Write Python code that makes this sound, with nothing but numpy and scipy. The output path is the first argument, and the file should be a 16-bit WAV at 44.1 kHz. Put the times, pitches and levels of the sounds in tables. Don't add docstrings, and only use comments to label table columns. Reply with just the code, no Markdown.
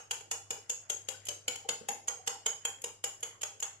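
import sys
import numpy as np
from scipy import signal
from scipy.fft import rfft, irfft
from scipy.io import wavfile
from scipy.ndimage import uniform_filter1d

SR = 44100
rng = np.random.default_rng(int(sys.argv[2]) if len(sys.argv) > 2 else 0)


def log_audio(samples):
    frames = np.atleast_2d(samples).T
    limited = np.clip(frames, -1, 1)
    pcm = np.round(limited * 32767).astype(np.int16)
    wavfile.write(sys.argv[1], SR, pcm)


N = 167580
SIZE = 20000
T = np.arange(SIZE) / SR
HZ = np.maximum(np.arange(SIZE // 2 + 1) * SR / SIZE, 1)
LEAD_S = .008

PART_HZ = [480, 1150, 3000, 5000, 6900, 10500]
# t/s, levels of thud, knock, clack, crack, tine ring and tick/dB, left over right/dB,
# thud f/Hz, clack f/Hz, tine f/Hz
STROKES = [(-0.085, 2, 13.5, 0.5, 0.5, 0.5, 0.5, -1, 480, 2920, 6500),
           (0.1096, -4.5, 5, 2, 5, 2.5, 2, 0.5, 484, 2850, 6635),
           (0.3127, 0.5, 5.5, -1.5, 5, 6.5, 2, -0.5, 466, 2760, 6625),
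           (0.506, 3.5, 0.5, -1, 3, 0, 0, 0.5, 485, 2960, 6680),
           (0.696, -2.5, -6, -3.5, 2.5, 6, 1, -1, 499.5, 2780, 6630),
           (0.898, -0.5, -1.5, -1.5, 1.5, 4.5, 3, 3.5, 587, 3370, 6570),
           (1.086, -0.5, -3.5, 0, 4, -0.5, 0, 6, 522, 3220, 6840),
           (1.2852, 1.5, -3.5, -0.5, 6, 2, 0.5, 3, 584, 3260, 6560),
           (1.48, 4, 0, 5.5, 10, 3, 4, 1, 491, 2320, 6850),
           (1.689, 4.5, 7.5, 2.5, 9.5, 3, 1.5, 2, 477, 3180, 6790),
           (1.886, 2, 3.5, 1.5, 3.5, 0.5, 3, 1.5, 476, 2170, 6690),
           (2.081, 1.5, 6.5, -1.5, 3.5, 3, -1, -2.5, 482, 3000, 6566),
           (2.274, 2.5, 8.5, 0.5, 9.5, 3.5, 2, -0.5, 485, 3120, 6740),
           (2.461, 3, 7.5, 2.5, 5.5, 6, 3.5, -3, 463, 3080, 6640),
           (2.651, -1, 6.5, 3.5, -2, 5, 2.5, -1, 477.7, 3240, 6930),
           (2.8401, 3, -2, -3.5, 2, 0, 0.5, 1, 478, 2800, 6730),
           (3.040, 0.5, 3.5, 1, 3, 4, 4.5, 1, 483, 2820, 6830),
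           (3.229, -1, -1, 0.5, -1, -1, -0.5, -0.5, 461, 3230, 6730),
           (3.431, -5, 3.5, -1, 1.5, 1, -3, -0.5, 611, 3040, 6606),
           (3.6253, -6, 4.5, -2.5, -0.5, 4.5, -1.5, 1, 484, 3240, 6686)]
# t/s, level/dB, brightness/(dB per octave), t60/s
GRAZES = [(0.2073, -17.5, -2, 0.026), (1.2527, -12.5, 6, 0.031), (1.2682, -9, 1.5, 0.013),
          (1.558, -7, 1, 0.014), (2.074, -13.5, 3, 0.025), (2.2646, -14.5, 3, 0.019), (2.271, -9, 1, 0.012),
          (2.8183, -13.5, 8, 0.007), (3.205, -23, 9, 0.024), (3.411, -15.5, 1.5, 0.025),
          (3.4173, -7, 2, 0.0057), (3.601, -7.5, 3, 0.011)]
# t/s, level/dB, f/Hz
SLOPS = [(1.14, -6, 1510), (1.482, -8, 267), (1.647, -2.5, 786), (1.653, -2.5, 455), (1.691, -11, 92),
         (1.69, -7.5, 260), (1.81, -2.5, 460), (1.81, -6, 211), (1.888, 11, 807), (1.896, -4.5, 232),
         (2.195, -6.5, 760), (2.355, -3, 870)]
# f/Hz, level/dB
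COLOUR = [(41, -19.5), (152, -16), (335, -13.5), (605, -9), (1110, -10.5), (1910, -8.5), (2810, -3),
          (3910, -13), (5010, -9), (5910, -15.5), (7310, 2.5), (9110, -15), (10510, -11.5), (12910, -12.5),
          (14010, -79)]
# f/Hz, width before sharpening/Hz, mean level/dB
RESONANCES = [(455, 89, -2), (798, 24.3, 2.5), (906, 137, -4.5), (1417, 81, -8.5), (3067, 470, 2.5),
              (5438, 91, -2), (6010, 21, -1.5), (7320, 130, -1.5), (8337, 127, 0), (10630, 460, -4.5)]
# level before the stroke's own/dB, t60/s
RINGS = [(-45.5, .22), (-37, 0.016), (-44.5, 0.19)]
# f/Hz, reverberation against direct sound/dB, t60/s
REVERB = [(152, -3.5, 0.42), (485, 0.5, 0.35), (1370, 0.5, 0.28), (3400, -7, 0.37), (5360, -4.5, 0.45),
          (6850, -2.5, 0.31), (8140, -7.5, 0.37), (13000, -7, 0.24)]
# f/Hz, level/dB
SPREAD = [(102, -8.5), (305, -0.5), (505, -5), (1010, 1), (2510, -0.5), (5010, 0), (6610, 1), (9010, 1),
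          (13010, 0.5)]
# f/Hz, level/dB
SQUELCH = [(102, -15), (252, -5), (505, 2.5), (905, -5.5), (2010, -2.5), (5010, -24), (9010, -33)]
# f/Hz, relative level/dB
AIR = [(21, 8), (61, -0.5), (122, 16), (202, 2), (505, -2), (1510, -32), (5010, -46), (12010, -26)]
# t/s, rms level/dB
HUM_LEVEL = [(0, -74), (.45, -64.5), (.75, -73.5), (1.25, -62.5), (1.7, -73), (2.2, -71.5), (2.8, -71),
             (3.8, -71)]

SLIDE_S, SLIDE_DB, ATTACK_S = 0.0023, -20.5, 0.00067
RATTLE_T60_S, TICK_T60_S, CLICK_SPREAD_DB = 0.033, 0.019, 6.5
TINE_BAND_HZ, TINE_PEAK_DB, STIR_DB = 174, 10.5, 2
CLACK_BAND_HZ, CLACK_PEAK_DB = 104, 5
TINE_SPAN_S, TINE_FOLLOW_DB = .0035, -3.5
BUILD_UP_S = 0.014
WET_DB, POPS_PER_S, POP_SPREAD_DB, POP_ROOM_DB = -67, 160, 3, 9
SWISH_LAG_S, SWISH_S = 0.081, 0.088
HUM_HZ, AIR_DB = 100, -73
STOPBAND_HZ = 14400


def strokes():
    out = np.zeros((2, N))
    for s, *parts_db, pan_db, thud_hz, clack_hz, tine_hz in STROKES:
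        balance_db = np.interp(np.log(HZ), np.log(PART_HZ), parts_db)
        gain = body(tine_hz, clack_hz) * from_db(balance_db)
        force = stereo(rattle() + kitchen())
        sound = irfft(force * tines() * causal(gain))
        mode_hz = (thud_hz, clack_hz, tine_hz)
        mode_parts_db = parts_db[::2]
        for hz, part_db, (ring_db, t60) in zip(mode_hz, mode_parts_db, RINGS):
            sound = sound + from_db(part_db + ring_db) * ring(hz, t60)
        pan = from_db([[pan_db / 2], [-pan_db / 2]])
        add(out, s - LEAD_S, sound * pan)
    return out


def rattle():
    top = np.clip(HZ / 4000 - 1.5, 0, 1)
    return np.sqrt(1 - top) * chatter(RATTLE_T60_S) + np.sqrt(top) * chatter(TICK_T60_S)


def chatter(t60):
    age = T - LEAD_S
    after = np.maximum(age, 0)
    blow = (1 - np.exp(-after / ATTACK_S)) * from_db(-60 * after / t60)
    skid = from_db(SLIDE_DB) * np.exp(-abs(age) / SLIDE_S)
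    noise = rng.standard_normal((2, SIZE))
    click_db = CLICK_SPREAD_DB * np.minimum(rng.standard_normal(SIZE), 2)
    return evened(noise * from_db(click_db) * (blow + skid))


def tines(count=4, ripple_depth=1.5):
    lags = TINE_SPAN_S * (np.arange(count) + rng.random(count)) / count
    followers = from_db(TINE_FOLLOW_DB) * rng.choice([-1, 1], count)
    hits = 1 + followers @ np.exp(-2j * np.pi * np.outer(lags, HZ))
    ripple = abs(hits) ** (ripple_depth * np.clip(HZ / 3500, 0, 1))
    return causal(ripple / np.sqrt(uniform_filter1d(ripple ** 2, size=400)))


def body(tine_hz, clack_hz=None):
    power = from_db(at_hz(COLOUR)) ** 2
    power = power + from_db(TINE_PEAK_DB) ** 2 * peak(tine_hz, 2 * TINE_BAND_HZ) ** 2
    if clack_hz:
        power = power + from_db(CLACK_PEAK_DB) ** 2 * peak(clack_hz, 2 * CLACK_BAND_HZ) ** 2
    for hz, width, db in RESONANCES:
        stirred_db = db + STIR_DB * rng.standard_normal()
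        power = power + from_db(stirred_db) ** 2 * peak(hz, width) ** 1.5
    return np.sqrt(power)


def peak(hz, width_hz):
    return 1 / (1 + ((HZ ** 2 - hz ** 2) / (HZ * width_hz)) ** 2)


def ring(hz, t60):
    age = np.maximum(T - LEAD_S, 0)
    phase = 2 * np.pi * (rng.random() + rng.random((2, 1)) * min(hz / PART_HZ[2], 1))
    envelope = (1 - np.exp(-age / ATTACK_S)) * from_db(-60 * age / t60)
    return np.sin(2 * np.pi * hz * age + phase) * envelope


def grazes(tine_hz=6760, room_db=-2, tilt_pivot_hz=6050):
    out = np.zeros((2, N))
    for s, db, tilt_db, t60 in GRAZES:
        octaves = np.log2(np.maximum(HZ, 510) / tilt_pivot_hz)
        gain = body(tine_hz) * from_db(db + tilt_db * octaves)
        force = stereo(chatter(t60) + from_db(room_db) * kitchen())
        add(out, s - LEAD_S, irfft(force * tines() * causal(gain)))
    return out


def slops(t60=.04, width_hz=110, note_db=-46, note_t60=.11):
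    out = np.zeros((2, N))
    for s, db, hz in SLOPS:
        splash = irfft(stereo(chatter(t60) + kitchen()) * causal(peak(hz, width_hz)))
        note = from_db(note_db) * ring(hz, note_t60)
        add(out, s - LEAD_S, from_db(db) * (splash + note))
    return out


def egg(cycles=11, count=20):
    t = np.arange(N) / SR
    swish = .5 + sum(np.exp(-((t - s - SWISH_LAG_S) / SWISH_S) ** 2) for s, *_ in STROKES)
    sizes = from_db(POP_SPREAD_DB * np.minimum(rng.exponential(1, N), 4)) * rng.choice([-1, 1], N)
    clicks = swish * sizes * (rng.random(N) < POPS_PER_S / SR)
    dealt = rng.integers(0, count, N)
    pops = 0
    for k, hz in enumerate(np.geomspace(270, 5200, count)):
        r = from_db(-60 * hz / (cycles * SR))
        w = 2 * np.pi * hz / SR
        struck = clicks * (dealt == k) + 1e-18
        pops = pops + signal.lfilter([w, 0, -w], [1, -2 * r * np.cos(w), r * r], struck)
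    room = irfft(stereo(kitchen()))[:, int(LEAD_S * SR):]
    wet = signal.fftconvolve(pops[None], room, axes=1)[:, :N]
    return from_db(WET_DB) * coloured(pops + from_db(POP_ROOM_DB) * wet, SQUELCH)


def kitchen():
    white = rfft(rng.standard_normal((2, SIZE)))
    age = np.maximum(T - LEAD_S, 0)
    centres = np.log(np.array(REVERB)[:, 0])
    tail = 0
    for share, (_, _, t60) in zip(np.eye(len(REVERB)), REVERB):
        band = irfft(white * np.interp(np.log(HZ), centres, share))
        tail = tail + band * from_db(-60 * age / t60)
    build_up = 1 - np.exp(-(age / BUILD_UP_S) ** 2)
    return evened(tail * build_up) * from_db(at_hz(REVERB))


def background(apart_share=0.66):
    t = np.arange(N) / SR
    hum_rms = from_db(np.interp(t, *np.transpose(HUM_LEVEL)))
    hum = hum_rms * np.sqrt(2) * np.sin(2 * np.pi * HUM_HZ * t)
    noise = rng.standard_normal(N) + apart_share * rng.standard_normal((2, N))
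    air = from_db(AIR_DB) * coloured(noise, AIR)
    return (hum + air) * from_db([[.9], [-.9]])


def from_db(db):
    return 10 ** (np.asarray(db) / 20)


def at_hz(points, hz=HZ, axis=1):
    points = np.array(points)
    return np.interp(np.log(hz), np.log(points[:, 0]), points[:, axis])


def rms_one(x):
    return x / np.sqrt(np.mean(x ** 2) + 1e-20)


def add(out, s, sound):
    i = int(round(s * SR))
    a, b = max(i, 0), min(i + sound.shape[-1], N)
    out[:, a:b] += sound[:, a - i:b - i]


def causal(gain):
    cepstrum = irfft(np.log(gain + 1e-6))
    cepstrum[1:SIZE // 2] *= 2
    cepstrum[SIZE // 2 + 1:] = 0
    return np.exp(rfft(cepstrum))


def evened(x, size=150):
    spectra = rfft(x)
    return np.array([s * causal(uniform_filter1d(abs(s) ** 2, size) ** -.5) for s in spectra])


def stereo(spectra):
    width = from_db(at_hz(SPREAD))
    mid, side = spectra / np.sqrt(1 + width ** 2)
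    return np.array([mid + width * side, mid - width * side])


def coloured(x, spectrum):
    response = irfft(causal(from_db(at_hz(spectrum))))
    return rms_one(signal.fftconvolve(x, response[None], axes=1)[:, :N])


def scene():
    return strokes() + grazes() + slops() + egg() + background()


def record(dry):
    return signal.sosfilt(signal.cheby2(16, 60, STOPBAND_HZ, fs=SR, output="sos"), dry)


dry = scene()
out = record(dry)
log_audio(out)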